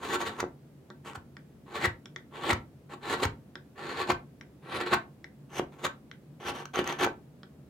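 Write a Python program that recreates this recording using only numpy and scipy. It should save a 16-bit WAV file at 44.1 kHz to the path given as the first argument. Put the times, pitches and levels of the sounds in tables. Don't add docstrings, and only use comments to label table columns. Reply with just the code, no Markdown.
import sys
import numpy as np
from scipy import signal
from scipy.fft import rfft, irfft
from scipy.io import wavfile
from scipy.ndimage import uniform_filter1d

SR = 44100
rng = np.random.default_rng(int(sys.argv[2]) if len(sys.argv) > 2 else 0)


def wav_out(sig):
    wavfile.write(sys.argv[1], SR, np.round(np.clip(np.atleast_2d(sig).T, -1, 1) * 32767).astype(np.int16))


N = 339129
T = np.arange(N) / SR
RING = 16384

# (start [s], hiss gain [dB], low ring [Hz], middle ring [Hz], high ring [Hz])
SHAVINGS = [(0,-10,950,3800,7000), (1,-7.5,990,3060,7450), (1.6,-13,960,3950,7220),
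            (2.25,-14,885,3420,7300), (2.8,-12,880,4030,7270), (3.7,-14.5,2540,4370,7100),
            (4.55,-15,2520,3900,9900), (4.79,-16.5,2480,4140,7260), (5.4,-6.5,760,3050,6100),
            (5.7,-10,840,3700,6960), (6.3,-10.5,800,3120,5830), (6.7,-14,830,3080,6300)]
# (time [s], surge [dB], rise [s], crunch note [Hz], crunch [dB],
# snap delay [s], snap [dB], hand thump [dB])
BREAKTHROUGHS = [(0.402, -40, 0.013, 1160, -31.5, 0.00047, -24.5, -36),
                 (1.155, -42.5, 0.0045, 1410, -46, 0.00042, -44.5, -35),
                 (1.853, -28, 0.017, 1940, -25.5, 0.002, -23.5, -21),
                 (2.508, -23, 0.008, 2050, -25, 0.022, -24, -18),
                 (3.237, -24.5, 0.01, 1140, -28.5, 0.014, -24.5, -17.5),
                 (4.104, -25, 0.009, 870, -27, 0.013, -28.5, -26.5),
                 (4.936, -21.5, 0.011, 1360, -23, 0.003, -23, -36),
                 (5.85, -27, 0.0071, 1157, -29.5, 0.015, -28, -39),
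                 (7.037, -25, 0.015, 825, -36.5, 0.0069, -20, -32.5)]
# (frequency [Hz], level [dB])
KNOCK_TONE = [(80, -17.5), (350, 5.5), (800, 1), (2000, -18), (5000, -62)]


def undb(db):
    return 10 ** (np.asarray(db) / 20)


def rms(x):
    return np.sqrt(np.mean(x ** 2))


def unit(h):
    return h / np.sqrt(np.sum(h ** 2, axis=-1, keepdims=True))


def through(x, h):
    return signal.fftconvolve(np.atleast_2d(x), np.atleast_2d(h), axes=1)[:, :np.shape(x)[-1]]


def band(x, hz, kind, order=3):
    return signal.sosfilt(signal.butter(order, hz, kind, fs=SR, output="sos"), x)


def colour(points):
    hz, db = np.transpose(points)
    freqs = np.maximum(np.fft.rfftfreq(RING, 1 / SR), 1)
    curve_db = np.interp(np.log(freqs), np.log(np.maximum(hz, 1)), db)
    cepstrum = irfft(np.log(undb(curve_db)))
    cepstrum[1:RING // 2] *= 2
    cepstrum[RING // 2:] = 0
    return unit(irfft(np.exp(rfft(cepstrum))))


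def modes(table):
    t = T[:RING]
    return unit(sum(undb(db) * width * np.exp(-np.pi * width * t) * np.sin(2 * np.pi * hz * t)
                    for hz, width, db in table))


def blows(hits, h):
    out = np.zeros(N + len(h))
    for s, db in hits:
        start = int(s * SR)
        out[start:start + len(h)] += undb(db) * h
    return out[:N] / np.abs(h).max()


def wander(rate_hz):
    return np.interp(T * rate_hz, np.arange(RING), rng.standard_normal(RING))


def room_tone(fan_hz=143, fan_width_hz=9, fan_db=-60, room_db=-53.5, stereo_above_hz=800):
    # (frequency [Hz], level [dB])
    room_curve = [(25, -41), (76, -10), (110, -17), (144, 0), (170, -11), (235, -8), (342, -15),
                  (527, -20.5), (955, -31.5), (3880, -43), (5980, -46), (15800, -47.5)]
    noise = rng.standard_normal((3, N))
    centre = band(noise[0], stereo_above_hz, "low", order=1)
    sides = band(noise[1:], stereo_above_hz, "high", order=1)
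    room = through(centre + sides, colour(room_curve))
    drone = through(rng.standard_normal(N), modes([(fan_hz, fan_width_hz, 0)]))
    return undb(room_db) * room / rms(room) + undb(fan_db) * drone


def effort(catch_s=0.0062):
    # (time [s], level [dB])
    pushes = [
        [(0.0, -56), (0.05, -38.5), (0.08, -44), (0.154, -31.5), (0.178, -54), (0.216, -35), (0.246, -47),
         (0.272, -36), (0.32, -51.5), (0.37, -51)],
        [(1.035, -77), (1.051, -52), (1.073, -44), (1.13, -56)],
        [(1.66, -63), (1.688, -55.5), (1.738, -48), (1.755, -35.5), (1.8, -46), (1.825, -36.5)],
        [(2.31, -64.5), (2.358, -45.5), (2.41, -47), (2.442, -37.5), (2.475, -36.5), (2.5, -32.5)],
        [(2.89, -60), (2.912, -49.5), (2.942, -45.5), (2.984, -82), (3.012, -59), (3.028, -47.5),
         (3.134, -31.5), (3.174, -48), (3.21, -41)],
        [(3.75, -66), (3.784, -46.5), (3.92, -42.5), (3.946, -45), (4.012, -34), (4.068, -53.5), (4.08, -33)],
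        [(4.62, -62.5), (4.678, -49.5), (4.762, -33), (4.79, -43.5), (4.81, -33), (4.854, -50), (4.872, -34),
         (4.905, -52)],
        [(5.49, -87), (5.496, -61), (5.512, -56.5), (5.597, -36)],
        [(5.72, -56), (5.782, -62), (5.79, -51.5), (5.83, -56)],
        [(6.39, -77), (6.404, -52), (6.45, -47), (6.493, -33), (6.53, -54), (6.552, -43), (6.61, -46.5),
         (6.64, -53.5)],
        [(6.735, -40.5), (6.769, -38), (6.791, -32), (6.831, -51), (6.895, -36), (6.982, -53.5), (6.995, -35),
         (7.02, -34.5)],
    ]
    push = sum(undb(np.interp(T, *np.transpose(curve))) * (T >= curve[0][0]) * (T < curve[-1][0])
               for curve in pushes)
    return uniform_filter1d(push, int(catch_s * SR))


def breakthrough(s, rise_s, shape=0.98, stop_s=0.0068, linger=0.1):
    out = np.zeros(N)
    near = slice(*np.searchsorted(T, [s - .2, s + .2]))
    fall_s = stop_s + linger * rise_s
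    distance = np.maximum((s - T[near]) / rise_s, (T[near] - s) / fall_s)
    out[near] = np.exp(-distance ** shape)
    return out


def cut_envelopes(body_lead_s=0.0063, full_effort_db=-42, hiss_growth=1.3):
    push = effort()
    surge = sum(undb(db) * breakthrough(s, rise_s) for s, db, rise_s, *_ in BREAKTHROUGHS)
    groan = np.interp(T + body_lead_s, T, surge)
    body = np.hypot(undb(-4) * push, undb(-3.5) * groan)
    bright = undb(full_effort_db) * np.abs(push / undb(full_effort_db)) ** hiss_growth
    starts, hiss_db = np.transpose(SHAVINGS)[:2]
    hiss = undb(hiss_db)[np.searchsorted(starts[1:], T)] * np.hypot(bright, undb(3) * surge)
    return body, np.hypot(push, surge), hiss


def crackle(per_s, scatter_db, rub):
    size = undb(scatter_db * np.minimum(rng.exponential(size=N), 2 * np.e))
    snaps = (rng.random(N) < per_s / SR) * size * rng.choice([-1, 1], N)
    return snaps / rms(snaps) + rub * rng.standard_normal(N)


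def woody(tone, ring_db, build_s=0.017):
    # (frequency [Hz], width [Hz], level [dB])
    wood_modes = [(221,4.3,10.5), (293.5,26,10.5), (371.6,31,10), (437,110,9), (585.4,33,3.5), (818,35,-5),
                  (926,50,3.5), (1124,150,10), (1359.6,51,6), (1548,45,4.5), (1761,82,6.5), (1920,46,0),
                  (2386,160,-9.5)]
    ring = unit(modes(wood_modes) * (1 - np.exp(-T[:RING] / build_s)))
    return unit(colour(tone) + undb(ring_db) * ring)


def shaving_ring(force, drift=0.018, waver_db=2.5, waver_hz=22, choke_db=-30):
    # (gain [dB], width [Hz])
    resonances = [(-4, 300), (3, 620), (12, 460), (4, 900)]
    shavings = np.array(SHAVINGS)
    low, middle, high = shavings[np.searchsorted(shavings[1:, 0], T), 2:].T
    bend = 1 + drift * wander(waver_hz)
    _, pressure, _ = cut_envelopes()
    freedom = 1 / np.hypot(1, pressure / undb(choke_db))
    out = force.copy()
    for hz, (db, width) in zip((low, middle, high, 2 * high), resonances):
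        carrier = np.exp(2j * np.pi * np.cumsum(hz * bend) / SR)
        pole = np.exp(-np.pi * width / SR)
        smoothed = signal.lfilter([1 - pole], [1, -pole], force * carrier.conj() + 1e-18)
        ring = 2 * np.real(carrier * smoothed)
        out += freedom * undb(db + waver_db * wander(waver_hz)) * ring
    return out


def cutting(body_hz=700, hiss_hz=4700, hiss_db=-6, chatter_db=2, chatter_hz=180, bite_db=-45):
    # (frequency [Hz], level [dB])
    fibre_tone = [(45,-12), (95,6), (150,-2), (250,7), (380,14.5), (620,0), (900,-2.5), (1800,-5.5),
                  (2650,-9), (4100,-13.5), (5400,-21.5), (9900,-25.5), (15500,-33.5)]
    wood = woody(fibre_tone, ring_db=-7)
    chatter = band(rng.standard_normal(N), chatter_hz, "low")
    tear = crackle(per_s=5000, scatter_db=1.5, rub=0.56) * undb(chatter_db * chatter / rms(chatter))
    layers = (band(tear, body_hz, "low"),
              band(tear, [body_hz, hiss_hz], "band", order=5),
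              band(tear, hiss_hz, "high", order=5))
    envelopes = cut_envelopes()
    body, middle, hiss = (env * layer / rms(through(layer, wood)) for env, layer in zip(envelopes, layers))
    bite = envelopes[1] / np.hypot(envelopes[1], undb(bite_db))
    middle = bite * middle + (1 - bite) * band(middle, 1500, "low", order=1)
    return through(shaving_ring(body + middle + undb(hiss_db) * hiss), wood)[0]


def bench_thumps(rumble_db=-23, hand_delay_s=0.017):
    # (frequency [Hz], width [Hz], level [dB])
    top_modes = [(63, 16, -15), (81, 13, -8.5), (101, 18, -2)]
    top = band(modes(top_modes), 50, "high", order=2)
    rumble = through(effort() * rng.standard_normal(N), top)[0]
    thumps = blows([(s + hand_delay_s, db) for s, *_, db in BREAKTHROUGHS], top)
    return thumps + undb(rumble_db) * rumble


def crunches(width_hz=300):
    tear = crackle(per_s=4400, scatter_db=1, rub=0.78)
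    out = np.zeros(N)
    for s, _, rise_s, hz, db, *_ in BREAKTHROUGHS:
        chip = modes([(hz, width_hz, 0)])[:1024]
        out += undb(db) * breakthrough(s, rise_s) * through(tear, chip)[0]
    return out


def splinters(snap_s=0.0057, stray_s=0.0018):
    # (time [s], level [dB])
    stray_cracks = [(1.133, -47), (6.655, -36.5), (6.748, -37), (6.757, -28.5), (6.842, -33), (6.875, -26),
                    (6.925, -31), (6.989, -38.5), (7.008, -32), (7.063, -35)]
    # (frequency [Hz], level [dB])
    crack_tone = [(200, -6), (1200, 18.5), (3500, -0.5), (6500, -1), (9000, -13), (15500, -11.5)]
    snap_offs = [(s + delay_s, db) for s, *_, delay_s, db, _ in BREAKTHROUGHS]
    snaps = blows(snap_offs, np.exp(-(T[:RING] / snap_s) ** 2))
    strays = blows(stray_cracks, np.exp(-T[:RING] / stray_s))
    tear = crackle(per_s=4800, scatter_db=-2.5, rub=0.13)
    return through(snaps * tear + shaving_ring(strays * tear), woody(crack_tone, ring_db=-18))[0]


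def block_knocks(note_width_hz=90, note_db=-3):
    # (time [s], level [dB], hollow note [Hz])
    landings = [(0.429, -17.5, 412), (0.44, -17.5, 382), (1.176, -35.5, 950), (5.5962, -11, 380),
                (6.791, -11.5, 367), (7.064, -17, 840), (7.073, -14.5, 810)]
    contact = woody(KNOCK_TONE, ring_db=-14)
    return sum(blows([(s, db)], contact + undb(note_db) * modes([(hz, note_width_hz, 0)]))
               for s, db, hz in landings)


def edge_ticks(top_hz=6500, grit=0.43, bite_s=0.00085):
    # (time [s], level [dB], wood relative to steel [dB], lowest ring [Hz])
    touches = [(0.902, -37, 1.5, 1760), (1.368, -33, -11, 1900), (2.057, -32.5, -11, 2110),
               (2.161, -25.5, -13, 1860), (3.555, -26.5, -10, 1870), (4.411, -32, -12, 2180),
               (5.243, -31.5, -13.5, 1900), (6.114, -31, -21, 1920), (7.432, -37, -7, 1960)]
    # (frequency [Hz], width [Hz], level [dB])
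    steel_modes = [(1900, 480, 8), (3400, 600, 1), (5150, 600, -5.5), (6900, 600, -11)]
    out = blows([(s, db + wood_db) for s, db, wood_db, _ in touches], woody(KNOCK_TONE, ring_db=5.5))
    for s, db, _, hz in touches:
        fibres = grit * rng.standard_normal(RING) * np.exp(-T[:RING] / bite_s)
        contact = signal.unit_impulse(RING) + fibres
        steel = modes([(hz, *steel_modes[0][1:])] + steel_modes[1:])
        tick = band(through(contact, steel)[0], 1470, "high", order=4)
        out += blows([(s, db)], tick)
    return band(out, top_hz, "low", order=4)


def workshop(near_s=0.004, near_db=-13, side_db=-6, tail_db=-11, low_t60=0.32, high_t60=0.14):
    t = T[:RING]
    late = np.maximum(t - 0.00021, 0)
    near, tail = (band(noise[0], 458, "low") + band(noise, 680, "high")
                  for noise in rng.standard_normal((2, 2, RING)))
    edges_hz = np.geomspace(250, 8000, 6)
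    lows = [signal.sosfiltfilt(signal.butter(2, hz, fs=SR, output="sos"), tail) for hz in edges_hz]
    octaves = np.diff([np.zeros_like(tail), *lows, tail], axis=0)
    t60s = np.geomspace(low_t60, high_t60, len(octaves))
    tail = sum(octave * undb(-60 * t / t60) for octave, t60 in zip(octaves, t60s))
    fade_in = 1 - np.exp(-late / 0.0089)
    tail = unit(band(tail * fade_in, 9600, "low", order=1))
    near = unit(band(near, 250, "high", order=2) * (late > 0) * np.exp(-late / near_s))
    side = unit(band(near[1], 700, "high", order=1)) * np.array([[1], [-1]])
    direct = np.sinc(np.arange(RING) - np.array([[6], [6.7]]))
    return direct + undb(near_db) * near[0] + undb(side_db) * side + undb(tail_db) * tail


def scene(work_db=-1, thump_db=-6.5):
    work = cutting() + crunches() + splinters() + edge_ticks() + block_knocks()
    mix = undb(work_db) * work + undb(thump_db) * bench_thumps()
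    return through(mix, workshop()) + room_tone()


def record(dry):
    high_cut = signal.ellip(10, .1, 70, 15850, fs=SR, output="sos")
    return signal.sosfilt(high_cut, band(dry, 48, "high"))


dry = scene()
out = record(dry)
wav_out(out)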